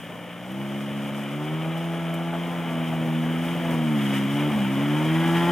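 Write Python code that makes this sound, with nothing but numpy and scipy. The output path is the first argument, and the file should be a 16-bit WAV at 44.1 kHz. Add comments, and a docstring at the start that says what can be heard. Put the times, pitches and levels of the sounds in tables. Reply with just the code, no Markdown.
"""On a forest track, a two-stroke scooter wades through a long muddy puddle towards two microphone ports.
Its silencer booms on the five lowest crank orders, as sine tones; pulses locked to the crank make the
exhaust rasp and the intake bark, and random clicks clatter on the casing.
Filtered noise and gliding bubbles churn round the wheels, and fine clicks and hiss make the spray.
A trail bike putters further back as pulses ringing a pipe, and the bushes scatter a short diffuse tail."""
import sys
import numpy as np
from scipy import signal
from scipy.fft import rfft, irfft
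from scipy.io import wavfile
from scipy.ndimage import uniform_filter1d

SR = 44100
rng = np.random.default_rng(int(sys.argv[2]) if len(sys.argv) > 2 else 0)


def digitize_waveform(pressure):
    """Quantize a signal to 16-bit integers and store it at the path in sys.argv[1].

    Rows of a 2-D input are taken as channels; values are limited to [-1, 1].
    """
    field = np.atleast_2d(pressure).T
    bounded = np.clip(field, -1, 1)
    quanta = np.round(bounded * 32767).astype(np.int16)
    wavfile.write(sys.argv[1], SR, quanta)


N = 243014

REFERENCE_M = 5  # distance at which the layer levels hold


def undb(db):
    """Decibels to gain."""
    return 10 ** (np.asarray(db) / 20)


def unit(x):
    """Scale to rms 1."""
    return x / np.sqrt(np.mean(x ** 2))


def curves(table):
    """Each column of a timed table, one value per sample."""
    seconds, *columns = np.transpose(table)
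    return [np.interp(np.arange(N) / SR, seconds, column) for column in columns]


def colour(x, points):
    """Filter by (Hz, dB) points joined on a logarithmic frequency axis; rms 1."""
    hz, db = np.transpose(points)
    bins = np.maximum(np.arange(N // 2 + 1) * SR / N, 1)
    gain = undb(np.interp(np.log(bins), np.log(hz), db))
    return unit(irfft(rfft(x) * gain, N))


def resonate(x, hz, width_hz):
    """One resonance, gain 1 at its centre."""
    return signal.lfilter(*signal.iirpeak(hz, hz / width_hz, fs=SR), x)


def ring(x, modes):
    """Sum of (Hz, width Hz, dB) modes; two passes at twice the width give each steeper skirts."""
    total = 0
    for hz, width_hz, db in modes:
        once = resonate(x, hz, 2 * width_hz)
        total = total + undb(db) * resonate(once, hz, 2 * width_hz)
    return unit(total)


def walk(rate):
    """Smooth chance that changes about rate times a second; spread 1."""
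    hold = max(int(SR / rate), 1)
    steps = np.repeat(rng.standard_normal(N // hold + 1), hold)
    return unit(uniform_filter1d(steps, hold)[:N])


def clicks(rate, spread_db):
    """Random tiny impacts, rate per second: many weak, a few strong."""
    hit = rng.random(N) < rate / SR
    size = undb(spread_db * np.minimum(rng.exponential(size=N), 4))
    return unit(hit * size * rng.choice([-1, 1], N))


def pulses(turns, scatter_db):
    """One pulse of uneven strength per whole turn, shared between two samples."""
    size = undb(scatter_db * rng.standard_normal(N))
    at = np.flatnonzero(np.diff(np.floor(turns)) > 0)
    # share of the step that lies past the whole turn
    late = (turns[at + 1] % 1) / (turns[at + 1] - turns[at])
    out = np.zeros(N)
    out[at] += size[:len(at)] * late
    out[at + 1] += size[:len(at)] * (1 - late)
    return out


def place(x, pan_db):
    """Set a source left (+) or right (-) by the level difference between the sides."""
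    return x * undb(np.array([[pan_db], [-pan_db]]) / 2)


def order_levels(hz, throttle, metres):
    """Levels of crank orders 2 to 5 in dB: each slides along the silencer's response as the speed changes."""
    # The exhaust note ahead of the silencer's response. Each row: time in seconds, level in dB.
    exhaust_level = [(0, -43.6), (.39, -41), (.58, -31), (1.05, -29.5), (1.7, -31), (2.55, -28.8),
                     (3.03, -26), (3.16, -23), (3.57, -27), (3.9, -21), (4.3, -24), (5.5, -22)]
    # What the silencer lets through. Each row: frequency in Hz, gain in dB.
    silencer_colour = [(115, -11), (140, -6.5), (160, -1), (172, -2), (205, -4.5), (240, -7.5), (280, -6),
                       (320, -9), (342, -12), (370, -14.3), (420, -24.5)]
    # Change from shut to full throttle, in dB for orders 2 to 5: load lifts 2, 4 and 5 and sinks 3.
    order_swing_db = [10.5, -15, 15.5, 14]
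    # Change from the far end of the approach to the near one as the angle turns, in dB for orders 2 to 5.
    order_near_db = [-3.5, .5, 4, -8.5]
    # Depth of chance fading over the rippling water, in dB for orders 2 to 5.
    order_fade_db = [.15, .45, .8, 1.6]
    note_db, = curves(exhaust_level)
    at_hz, pass_db = np.transpose(silencer_colour)
    closeness = REFERENCE_M / metres
    closeness = (closeness - closeness.mean()) / np.ptp(closeness)
    levels = []
    for k, (swing_db, near_db, fade_db) in enumerate(zip(order_swing_db, order_near_db, order_fade_db), 2):
        silenced_db = note_db + np.interp(np.log(k * hz), np.log(at_hz), pass_db)
        balance_db = swing_db * (throttle - .5) + near_db * closeness
        levels.append(silenced_db + balance_db + fade_db * walk(7))
    return levels


def boom(turns, hz, order_db, flutter_db, uneven_db, first_order_db):
    """The silencer passes only the lowest crank orders; uneven burning makes them flutter."""
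    resonance_hz, width_hz = 206, 28
    # order 1 follows the stronger of orders 2 and 3
    levels = [np.maximum(order_db[0], order_db[1]) + first_order_db] + order_db
    tones = 0
    for k, db in enumerate(levels, 1):
        # an order's phase turns as it crosses the silencer's main resonance
        lag = np.arctan(2 * (k * hz - resonance_hz) / width_hz)
        dispersion = 1.7 * k ** 2  # radians
        gain = undb(db + flutter_db * walk(45))
        tones = tones - gain * np.sin(2 * np.pi * k * turns - lag - dispersion)
    return np.sqrt(2) * tones * undb(uneven_db * walk(32))


def chambers(x, reflect):
    """Allpass echoes inside the silencer spread each crack over milliseconds without colouring it."""
    # Round trips of the silencer's chambers, in seconds.
    round_trips = [.0007, 0.00131, .0021]
    for trip in round_trips:
        taps = np.r_[1, np.zeros(int(trip * SR)), reflect]
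        x = signal.lfilter(taps[::-1], taps, x)
    return x


def reflections(x, strength, count):
    """Paths by way of the rippling water and the banks come and go, so overtones swell and fade."""
    lags = (rng.uniform(0.00186, .03, count) * SR).astype(int)
    echoes = sum(walk(4.05) * np.r_[np.zeros(lag), x[:-lag]] for lag in lags)
    return unit(x + strength * echoes)


def port_cracks(turns, jitter, scatter_db, intake_db, echo):
    """The exhaust port cracks open once a turn and the intake half a turn later."""
    rough = turns + jitter * walk(160)
    exhaust = pulses(rough, scatter_db)
    intake = undb(intake_db) * pulses(rough + .5, scatter_db)
    return reflections(chambers(exhaust + intake, reflect=0.55), echo, count=5)


def rasp(cracks):
    """The port cracks leave the exhaust as a midrange buzz locked to the crank."""
    # Spectral shaping of the rasp. Each row: frequency in Hz, gain in dB.
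    rasp_colour = [(330, -25), (490, -1.5), (670, 5.5), (850, 3), (1000, -4), (1300, -2), (1750, -9.5),
                   (2300, -40), (4200, -55)]
    return colour(cracks, rasp_colour)


def bark(cracks):
    """The firings ring the intake and the plastic cowling, heard from close by."""
    # Resonances of intake and cowling. Each row: frequency in Hz, nominal width in Hz, gain in dB.
    cowl_modes = [(886, 97.5, -3.5), (1046, 230, -7.5), (1362, 68, -7), (1647, 59, -4.5), (1912, 83, -4.5),
                  (3190, 120, -8.5), (4967, 84, -26)]
    return ring(cracks, cowl_modes)


def clatter(turns, depth, flicker_db):
    """Piston, belt and flung grit rattle the engine casing, a little harder around each firing."""
    # Spectral shaping of the casing. Each row: frequency in Hz, gain in dB.
    casing_colour = [(500, -21), (900, -4), (1250, 0.5), (1600, -3), (2000, -2), (2350, 2), (2620, -6),
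                     (2820, -2), (3020, 3), (3300, -2), (3600, -9.5), (3900, -16), (4300, -32.5),
                     (6000, -31)]
    gate = 1 + depth * np.cos(2 * np.pi * turns)
    knocks = clicks(rate=9000, spread_db=2.5) * gate
    return colour(knocks, casing_colour) * undb(flicker_db * walk(30))


def surges():
    """Surges and lulls, in dB, as the wheels and the rider's boots plough through the water."""
    # Bell-shaped swells. Each row: peak in seconds, change of the spray in dB, time to fall to 1/e in seconds.
    plunges = [(0, 1.5, .07), (0.276, -3.5, 0.24), (1.1, 2, 0.47), (1.761, 2, 0.11), (2.878, 2, 0.074),
               (3.48, 3.5, 0.057), (3.72, 3.5, 0.05), (4.05, 4.5, 0.098), (4.16, 4.5, 0.043),
               (4.42, 2, 0.21)]
    t = np.arange(N) / SR
    return sum(db * np.exp(-((t - peak) / half) ** 2) for peak, db, half in plunges)


def bubbles(low_hz, high_hz, cycles, spread_db, count):
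    """Air pockets that ring briefly, their pitch gliding up as they surface."""
    out = np.zeros(N)
    for when, pitch, chance in rng.random((count, 3)):
        hz = low_hz * (high_hz / low_hz) ** pitch
        start = int(when * N)
        t = np.arange(min(int(cycles / hz * SR), N - start)) / SR
        age = t * hz / cycles  # 0-1 over the bubble's life
        size = undb(-spread_db * np.log(max(chance, .03)))
        tone = np.sin(2 * np.pi * hz * t * (1 + age / 10))
        out[start:start + len(t)] += size * tone * np.exp(-np.log(100) * age)
    return unit(out)


def churn(turns, bubble_db, depth, unrest_db):
    """Muddy water boils round the wheels while exhaust gas puffs through it with each turn."""
    # Spectral shaping of the muddy water. Each row: frequency in Hz, gain in dB.
    water_colour = [(40, -30), (90, -8), (150, -1), (280, 2), (410, -8), (520, -4), (720, -3), (950, -7),
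                    (1300, -16), (2200, -16), (4000, -36)]
    puffs = rng.standard_normal(N) * (1 + depth * np.cos(2 * np.pi * turns))
    gurgle = bubbles(low_hz=380, high_hz=1800, cycles=12, spread_db=2.5, count=1500)
    water = colour(puffs, water_colour) + undb(bubble_db) * colour(gurgle, water_colour)
    return unit(water) * undb(unrest_db * walk(22.32))


def spray(spray_db, mist_db, width_db, flicker_db):
    """Droplets patter back onto the puddle; a layer opposed between left and right widens them."""
    # Spectral shaping of the droplets. Each row: frequency in Hz, gain in dB.
    drop_colour = [(2500, -32), (4300, -3), (5050, 3.5), (5500, 3), (6200, 3.5), (7800, 1.5), (9500, 4.5),
                   (10600, 0), (13500, 2.5), (14200, -9), (16000, -15)]
    patter = clicks(rate=1800, spread_db=4.0)
    mist = undb(mist_db) * rng.standard_normal(N)
    drops = colour(patter + mist, drop_colour)
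    side_colour = [(2000, 2.5), (3500, 3), (5000, 7.5), (9000, -0.5), (16000, -10)]
    sides = colour(clicks(rate=6000, spread_db=1.5), side_colour)
    both = place(drops, pan_db=1.5) + undb(width_db) * sides * np.array([[1], [-1]])
    return both * undb(spray_db + flicker_db * walk(30))


def spurts():
    """Short, bright hisses of flung water: noise with a sharp rise and a quick decay."""
    # Single spurts of fine spray. Each row: peak in seconds, level in dB, decay in seconds.
    hisses = [(.044, -53, .004), (.519, -51, .006), (2.141, -42.5, .008), (3.45, -52, .02)]
    # Spectral shaping of the hiss. Each row: frequency in Hz, gain in dB.
    hiss_colour = [(3000, -10), (6000, -6), (13300, 3), (16000, -12)]
    t, rise = np.arange(N) / SR, 0.0017  # s
    gain = 0
    for peak, db, decay in hisses:
        gain = gain + undb(db) * np.exp(-np.maximum((t - peak) / decay, (peak - t) / rise))
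    return gain * colour(rng.standard_normal(N), hiss_colour)


def whine():
    """A thin, slightly unsteady gear tone, faintest after the first second."""
    # The gear tone. Each row: time in seconds, frequency in Hz, level in dB.
    gear_tone = [(0, 1750, -55), (.45, 1826, -57), (1, 1810, -66)]
    hz, db = curves(gear_tone)
    cycles = np.cumsum(hz * (1 + 0.00335 * walk(56))) / SR
    return np.sqrt(2) * undb(db) * np.sin(2 * np.pi * cycles)


def trail_bike():
    """A distant four-stroke on low throttle: lumpy firings ring its pipe."""
    # The bike behind. Each row: time in seconds, firing rate in Hz, level in dB before a 5 dB cut.
    putter = [(0, 32.8, -40.5), (.4, 33.54, -42), (1.2, 32.04, -38), (3, 33.89, -39), (5.51, 31.95, -46)]
    # Its exhaust resonances. Each row: frequency in Hz, nominal width in Hz, gain in dB.
    pipe_modes = [(523.4, 44, -1), (607, 37.5, 1), (746, 97, -8)]
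    hz, db = curves(putter)
    firings = pulses(np.cumsum(hz * (1 + 0.0201 * walk(12))) / SR, scatter_db=-1.5)
    return ring(firings, pipe_modes) * undb(db - 5)


def bushes(x, t60, wet_db):
    """Leaves and trunks scatter a short diffuse tail (t60 in seconds), different at each ear."""
    t = np.arange(SR // 2) / SR
    tails = rng.standard_normal((2, len(t))) * np.exp(-np.log(1000) * t / t60)
    tails /= np.sqrt(np.sum(tails ** 2, axis=1, keepdims=True))
    return x + undb(wet_db) * signal.fftconvolve(x, tails, axes=1)[:, :N]


def scene():
    """Crank speed and throttle drive the engine; distance, revs and surges set how loud its layers are."""
    # The scooter's engine speed. Each row: time in seconds, firing rate in Hz.
    speed = [(0.0, 56.1), (0.14, 57.5), (0.4, 59.2), (0.6, 67.95), (0.8, 69.73), (1.27, 69.97),
             (1.55, 78.92), (1.84, 83.8), (2.15, 83.3), (2.53, 85.84), (2.75, 82.27), (3.1, 79.9),
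             (3.35, 81.5), (3.53, 85.2), (3.67, 83.26), (3.9, 76.8), (4.0, 70.2), (4.1, 68.05),
             (4.26, 68.13), (4.47, 74.9), (4.66, 65.4), (4.99, 76.32), (5.2, 82.1), (5.51, 86.34)]
    # The rider's hand. Each row: time in seconds, throttle from 0 to 1.
    throttle_hand = [(0, 0.35), (1.26, 0.3), (1.42, 0.72), (1.82, 0.76), (2.58, 0.58), (2.76, 0.36),
                     (3.44, 0.28), (3.5, 0.55), (3.81, 0.25), (4.26, 0.47), (4.36, 0.59), (4.47, 0.66),
                     (4.55, 0.06), (4.73, 0.56), (5.1, 0.68), (5.5, 0.86)]
    # The approach. Each row: time in seconds, distance in metres.
    approach = [(0, 16.3), (2, 13.4), (3, 11.6), (4, 9.2), (5, 6.75), (5.5, 4.84)]
    # Midrange power locked to the firings. Each row: time in seconds, exhaust rasp 0-1, intake bark 0-1.
    load = [(0, 0, 0), (1.3, 0.45, 0), (1.8, 0.48, 0.01), (2.6, 0.4, 0.02), (3.1, 0.17, 0.03),
            (4.7, 0.17, 0.13), (5.05, 0.16, 0.32), (5.3, 0.12, 0.4)]
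    hz, = curves(speed)
    metres, = curves(approach)
    throttle, = curves(throttle_hand)
    rasping, barking = curves(load)
    watery = 1 - rasping - barking

    # each layer: dB at the reference distance, 75 Hz and half throttle, then its rise in dB per Hz of revs
    near_db = 20 * np.log10(REFERENCE_M / metres)
    revs, surge_db, pull = hz - 75, surges(), throttle - .5
    rasp_db = -30 + near_db + 0.2453 * revs + 2.5 * pull
    bark_db = -31 + near_db + 0.28 * revs
    # surges reach the grit on the casing and the churning only in part
    clatter_db = -32 + near_db + 0.038 * revs + 0.5 * pull + 0.71 * surge_db
    churn_db = -30 + near_db + 0.0877 * revs + .25 * surge_db
    spray_db = -48 + near_db + 0.01 * revs + surge_db

    turns = np.cumsum(hz * (1 + 0.001875 * walk(40))) / SR
    orders = order_levels(hz, throttle, metres)
    low = boom(turns, hz, orders, flutter_db=0.59, uneven_db=0.38, first_order_db=-31.0)
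    cracks = port_cracks(turns, jitter=0.0032, scatter_db=3.0, intake_db=-9.5, echo=0.25)
    edge = rasp(cracks) * np.sqrt(rasping) * undb(rasp_db)
    gulps = port_cracks(turns, jitter=0.001, scatter_db=2.5, intake_db=-5.0, echo=0.16)
    cowl = bark(gulps) * np.sqrt(barking) * undb(bark_db)
    casing = clatter(turns, depth=0.081, flicker_db=0.7) * np.sqrt(1 - barking / 2) * undb(clatter_db)
    water = churn(turns, bubble_db=-4, depth=0.38, unrest_db=1.84) * np.sqrt(watery) * undb(churn_db)
    track = place(edge + casing + water + trail_bike() + whine(), pan_db=2.0)
    scattered = bushes(track, t60=0.5, wet_db=-13.5)
    drops = spray(spray_db, mist_db=3.3, width_db=-4.5, flicker_db=0.94)
    # the cowling faces the microphone and reaches it directly
    return low + place(cowl, pan_db=1.5) + scattered + drops + spurts()


def record(dry):
    """Two microphone ports hear the track slightly out of step; a steep low-pass cuts the top."""
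    # Phase between the ports. Each row: frequency in Hz, lead of the left in radians.
    port_lead = [(40, 0.66), (150, 0.39), (300, 0.22), (2000, 0.22), (6000, 0.55)]
    hz, lead = np.transpose(port_lead)
    bins = np.maximum(np.arange(N // 2 + 1) * SR / N, 1)
    half = np.interp(np.log(bins), np.log(hz), lead) * np.array([[.5], [-.5]])
    heard = irfft(rfft(dry) * np.exp(1j * half), N)
    top_hz = 15800
    return signal.sosfilt(signal.ellip(10, .2, 90, top_hz, fs=SR, output="sos"), heard)


dry = scene()
out = record(dry)
digitize_waveform(out)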